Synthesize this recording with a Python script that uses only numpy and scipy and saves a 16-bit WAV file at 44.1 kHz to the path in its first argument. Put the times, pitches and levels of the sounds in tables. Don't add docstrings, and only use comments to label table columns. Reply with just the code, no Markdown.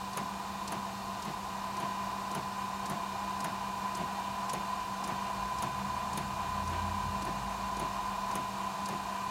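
import sys
import numpy as np
from scipy import signal
from scipy.fft import rfft, irfft, next_fast_len
from scipy.io import wavfile
from scipy.ndimage import map_coordinates

SR = 44100
rng = np.random.default_rng(int(sys.argv[2]) if len(sys.argv) > 2 else 0)


def output_pcm(signal):
    pcm = np.clip(np.atleast_2d(signal).T, -1, 1) * 32767
    wavfile.write(sys.argv[1], SR, np.round(pcm).astype(np.int16))


N = 410130
TIME = np.arange(N) / SR


def from_db(db):
    return 10 ** (np.asarray(db) / 20)


def drift(rate):
    hz = np.fft.rfftfreq(N, 1 / SR)
    lowpass = 1 / (1 + (hz / rate) ** 2) ** 2
    slow = irfft(rfft(rng.standard_normal(N)) * lowpass, N)
    return (slow - slow.mean()) / slow.std()


def tone(cycles, db):
    phase = 2 * np.pi * (cycles + rng.random())
    return np.sqrt(2) * from_db(db) * np.sin(phase)


def lift(hz, resonances):
    total_db = 0
    for centre, width, lift_db in resonances:
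        distance = 2 * (hz - centre) / width
        total_db = total_db + lift_db * np.exp2(-np.minimum(distance ** 2, 20))
    return total_db


def noise(spectrum, resonances=()):
    size = next_fast_len(N)
    hz = np.maximum(np.fft.rfftfreq(size, 1 / SR), 1)
    points, levels = np.transpose(spectrum)
    db = np.interp(np.log(hz), np.log(points), levels)
    octaves_outside = np.abs(np.log2(hz / np.clip(hz, points[0], points[-1])))
    db = db - 20 * octaves_outside + lift(hz, resonances)
    shaped = irfft(rfft(rng.standard_normal(size)) * from_db(db), size)[:N]
    return shaped * np.sqrt(SR / 2)


def bursts(events, rise_s, fall_s):
    envelope = np.zeros(N)
    age = np.arange(SR // 2) / SR
    shape = (1 - np.exp(-(age / rise_s) ** 2)) * np.exp(-age / fall_s)
    shape = shape / shape.max()
    for s, db in events:
        part = envelope[max(round(s * SR), 0):][:len(age)]
        part += from_db(db) * shape[:len(part)]
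    return envelope


def in_time(rows):
    seconds, values = np.transpose(rows)
    return np.interp(TIME, seconds, values)


# (t/s, level/dB)
VENT_FACING = [(0.0, -47.5), (0.39, -46), (1.58, -46.5), (1.66, -42.5), (4.84, -42), (5.39, -40.5),
               (9.3, -41.5)]


def vent_swing():
    whine_db = in_time(VENT_FACING)
    return whine_db - whine_db.mean()


# (multiple of the rotation rate, level/dB)
REAR_FAN_TONES = [(1, -47.5), (2, -68.5), (4, -67), (5, -49), (8, -65.5), (12, -66.5), (15, -69),
                  (16, -68.5)]
FRONT_FAN_TONES = [(1, -60), (5, -42), (8, -67), (10, -95), (12, -60.5), (15, -81), (16, -82), (20, -69)]
REAR_FAN_HZ, FRONT_FAN_HZ = 195.42, 202.03


def fan(turn_hz, tones, whine_db, wander_turns, flutter_db):
    turns = turn_hz * TIME + wander_turns * drift(2.7)
    vent_db = whine_db + flutter_db * drift(7.7)
    out = np.zeros(N)
    for multiple, db in tones:
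        through_vent = multiple > 2
        out += tone(multiple * turns, db + (vent_db if through_vent else 0))
    return out


# (f/Hz, level/dB)
DRIVE_TONES = [(475.5, -70.5), (496, -63.5)]


def drive_tones():
    return sum(tone(hz * TIME + 0.096 * drift(2.1), db) for hz, db in DRIVE_TONES)


def front_panel(x, lag_ms, sway_ms, echo_db):
    lag_s = (lag_ms + sway_ms * drift(.3)) / 1000
    echo = map_coordinates(x, [(TIME - lag_s) * SR], order=3)
    return x + from_db(echo_db) * echo


# (f/Hz, level/dB per Hz)
RUSH = [(300, -92.5), (520, -84), (600, -80.5), (660, -74), (950, -69.5), (1100, -75), (1320, -82),
        (2100, -86.5), (3000, -89.5), (5000, -100)]
# (f/Hz, width/Hz, lift/dB)
CAVITIES = [(685, 88, 5.5), (812, 46, 4.5), (1000.4, 68, 6.5), (1061, 56, 9), (1140, 25, -5), (1179, 91, 6),
            (1235, 45, 3.5), (1478, 204, 6), (1764, 78, 3.5), (1897, 74, 6), (2495, 150, 6),
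            (2792, 91, 8.5)]
# (f/Hz, level/dB per Hz)
HISS = [(1500, -105), (2900, -90), (3600, -88), (4500, -87.5), (5200, -90.5), (7400, -91.5), (8500, -95.5),
        (10500, -99), (12600, -99), (15700, -104)]
# (f/Hz, width/Hz, lift/dB)
GRILLE = [(3290, 140, -18), (3664, 190, 4), (4300, 61, 4.5), (5070, 120, -5), (5200, 130, 4),
          (5880, 250, -1.5), (6360, 350, -0.5), (8400, 450, 1), (10500, 500, -2)]
# (f/Hz, level/dB per Hz)
SHEEN = [(6000, -108), (10000, -111)]
# (f/Hz, width/Hz, lift/dB)
SLOT = [(6400, 460, 17), (7260, 400, 17.5), (9570, 620, 13.5)]
# (f/Hz, level/dB per Hz)
MURMUR = [(20, -104), (35, -84), (52, -73.5), (75, -75), (98, -74.5), (125, -72.5), (160, -79), (200, -71),
          (255, -81), (380, -78), (450, -86.5), (800, -100)]
RUSH_FOLLOWS = 0.37
SHEEN_START_DB, SHEEN_FULL_S = -16, 5.9


def airflow(whine_db):
    rush = noise(RUSH, CAVITIES) * from_db(RUSH_FOLLOWS * whine_db + 0.62 * drift(14))
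    hiss = front_panel(noise(HISS, GRILLE), lag_ms=2.6, sway_ms=0.049, echo_db=-14.0)
    sheen_db = SHEEN_START_DB * np.maximum(1 - TIME / SHEEN_FULL_S, 0)
    sheen = noise(SHEEN, SLOT) * from_db(sheen_db)
    return rush + hiss + sheen + noise(MURMUR)


FIRST_PASS_S, PASS_S = .1285, .5454


def pass_ends():
    return np.arange(FIRST_PASS_S, N / SR, PASS_S)


# (f/Hz, level/dB per Hz)
SWISH = [(2000, -82), (3500, -82.5), (4500, -74.5), (6500, -76.5), (8500, -79), (9800, -82), (11500, -91),
         (15500, -100)]
# (t/s, level/dB)
SWISH_STRENGTH = [(.13, -8), (.67, -1.5), (1.76, -9.5), (2.86, -3.5), (4.6, 0), (5.6, -5.5), (8.3, -7.5),
                  (8.86, -3.5)]
# (f/Hz, level/dB per Hz)
BUMP = [(180, -80), (260, -72), (420, -75.5), (600, -91)]


def head_turns():
    ends = pass_ends()
    strengths_db = np.interp(ends, *np.transpose(SWISH_STRENGTH))
    rub = bursts(zip(ends, strengths_db), rise_s=.004, fall_s=.0068)
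    grain = from_db(1.4 * drift(700))
    swish = noise(SWISH) * rub * grain
    bump = noise(BUMP) * bursts([(s, 0) for s in ends], rise_s=0.0037, fall_s=0.018)
    return swish + bump


# (t/s, level/dB)
TICKS = [(0.1725, -26), (0.7214, -30), (1.2511, -39), (1.8016, -36.5), (2.3493, -30.5), (2.8977, -31),
         (3.4435, -28), (3.9719, -37), (4.533, -28), (5.0759, -34), (5.6238, -27.5), (6.1747, -27),
         (6.6994, -42), (7.2509, -37), (7.797, -32), (8.354, -28.5), (8.887, -33)]
# (f/Hz, level/dB, t60/s)
SNAP_MODES = [(8800, -31.5, 0.0047), (10100, -29, 0.0053), (11200, -32, .004), (12100, -39, .004),
              (13900, -42, .005)]
# (f/Hz, level/dB per Hz)
SCATTER = [(3000, -79), (4500, -83), (5700, -82), (6500, -70), (7200, -80), (7800, -86), (8900, -77),
           (9900, -73.5), (11500, -80.5), (13000, -83), (13800, -84), (15700, -90)]
# (f/Hz, level/dB per Hz)
KNOCK = [(200, -70), (400, -69.5), (1000, -64.5), (1800, -72.5), (3000, -81), (4500, -81), (7000, -94)]
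SNAP_DB, SCATTER_DB, KNOCK_DB = 27, 27, 27.5


def gear_ticks():
    clicks = np.zeros(N)
    for s, db in TICKS:
        clicks[round(s * SR)] = from_db(db)
    age = np.arange(SR // 20) / SR
    ring = np.zeros(len(age))
    for k, (hz, db, t60) in enumerate(SNAP_MODES):
        sign = (-1) ** k
        ring += sign * from_db(db - 60 * age / t60) * np.sin(2 * np.pi * hz * age)
    snap = signal.oaconvolve(clicks, ring)[:N]
    scatter = noise(SCATTER) * bursts(TICKS, rise_s=0.00055, fall_s=0.0068)
    knock = noise(KNOCK) * bursts(TICKS, rise_s=0.002, fall_s=0.0097)
    return snap * from_db(SNAP_DB) + scatter * from_db(SCATTER_DB) + knock * from_db(KNOCK_DB)


# (f/Hz, level/dB per Hz)
STEP_RATTLE = [(70, -99), (150, -62), (200, -64.5), (275, -71.5), (370, -66), (480, -81.5), (680, -66.5),
               (1250, -81.5), (1550, -81.5), (2200, -81.5), (3500, -87.5), (8000, -102)]
# (f/Hz, level/dB per Hz)
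BOOM = [(90, -82), (140, -66), (260, -74), (350, -89)]
STEP_LAG_S = 0.063


def paper_steps(speed_up_s, slow_down_s, grain_db):
    steps = pass_ends() + STEP_LAG_S
    speed = np.zeros(N)
    for s in steps:
        lag = TIME - s
        slope_s = np.where(lag < 0, speed_up_s, slow_down_s)
        speed += 1 / np.cosh(np.clip(lag / slope_s, -20, 20))
    rattle = noise(STEP_RATTLE) * speed * from_db(grain_db * drift(150))
    boom = noise(BOOM) * bursts([(s, 0) for s in steps], rise_s=0.019, fall_s=0.042)
    return rattle + boom


def swell(full_s, until_s, attack_s, release_s):
    attack = np.maximum(full_s - TIME, 0) / attack_s
    release = np.maximum(TIME - until_s, 0) / release_s
    return from_db(-20 * (attack + release))


# (f/Hz, width/Hz, lift/dB)
ROOM_MODES = [(54.6, 6.8, 8), (73, 6.6, 3.5), (85.8, 4.7, 13)]


def drone_note(pitch, level_db, growth_db_per_s, octave_db):
    hz = in_time(pitch)
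    cycles = np.cumsum(hz) / SR
    start_s = pitch[0][0]
    db = level_db + growth_db_per_s * (TIME - start_s) + 1.8 * drift(10)
    return tone(cycles, db + lift(hz, ROOM_MODES)) + tone(2 * cycles, db + octave_db)


# (t/s, f/Hz)
HIGH_GLIDE = [(5.3, 51), (5.43, 52.6), (5.58, 64), (5.8, 71.7), (6.42, 82.1), (7.06, 89.3), (7.19, 74.9),
              (7.3, 66)]
LOW_GLIDE = [(5.8, 46.35), (6.9, 54.15), (7.3, 52.2), (7.65, 56.4), (8.03, 49.9), (8.2, 40.7)]
# (f/Hz, level/dB per Hz)
RUMBLE = [(60, -75), (105, -77), (130, -59), (160, -73), (185, -70), (201, -57), (222, -74), (350, -90)]


def drone():
    high = drone_note(HIGH_GLIDE, level_db=-57.5, growth_db_per_s=3, octave_db=-8)
    high *= swell(full_s=5.38, until_s=7.24, attack_s=.1, release_s=.1)
    low = drone_note(LOW_GLIDE, level_db=-57, growth_db_per_s=0.0, octave_db=-10)
    low *= swell(full_s=6.1, until_s=8.33, attack_s=.4, release_s=0.27)
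    rumble = noise(RUMBLE) * from_db(-3.5)
    rumble *= swell(full_s=5.6, until_s=7.05, attack_s=.3, release_s=0.95)
    return high + low + rumble


def scene():
    whine_db = vent_swing()
    rear = fan(REAR_FAN_HZ, REAR_FAN_TONES, whine_db, wander_turns=0.0033, flutter_db=3.0)
    front = fan(FRONT_FAN_HZ, FRONT_FAN_TONES, whine_db, wander_turns=0.0064, flutter_db=1.1)
    steps = paper_steps(speed_up_s=0.015, slow_down_s=0.025, grain_db=-0.5)
    printing = head_turns() + gear_ticks() + steps
    mix = rear + front + drive_tones() + airflow(whine_db) + printing + drone()
    return mix[None]


CUTOFF_HZ = 15800


def record(dry):
    lowpass = signal.ellip(12, .1, 70, CUTOFF_HZ, fs=SR, output="sos")
    return signal.sosfilt(lowpass, dry)


dry = scene()
out = record(dry)
output_pcm(out)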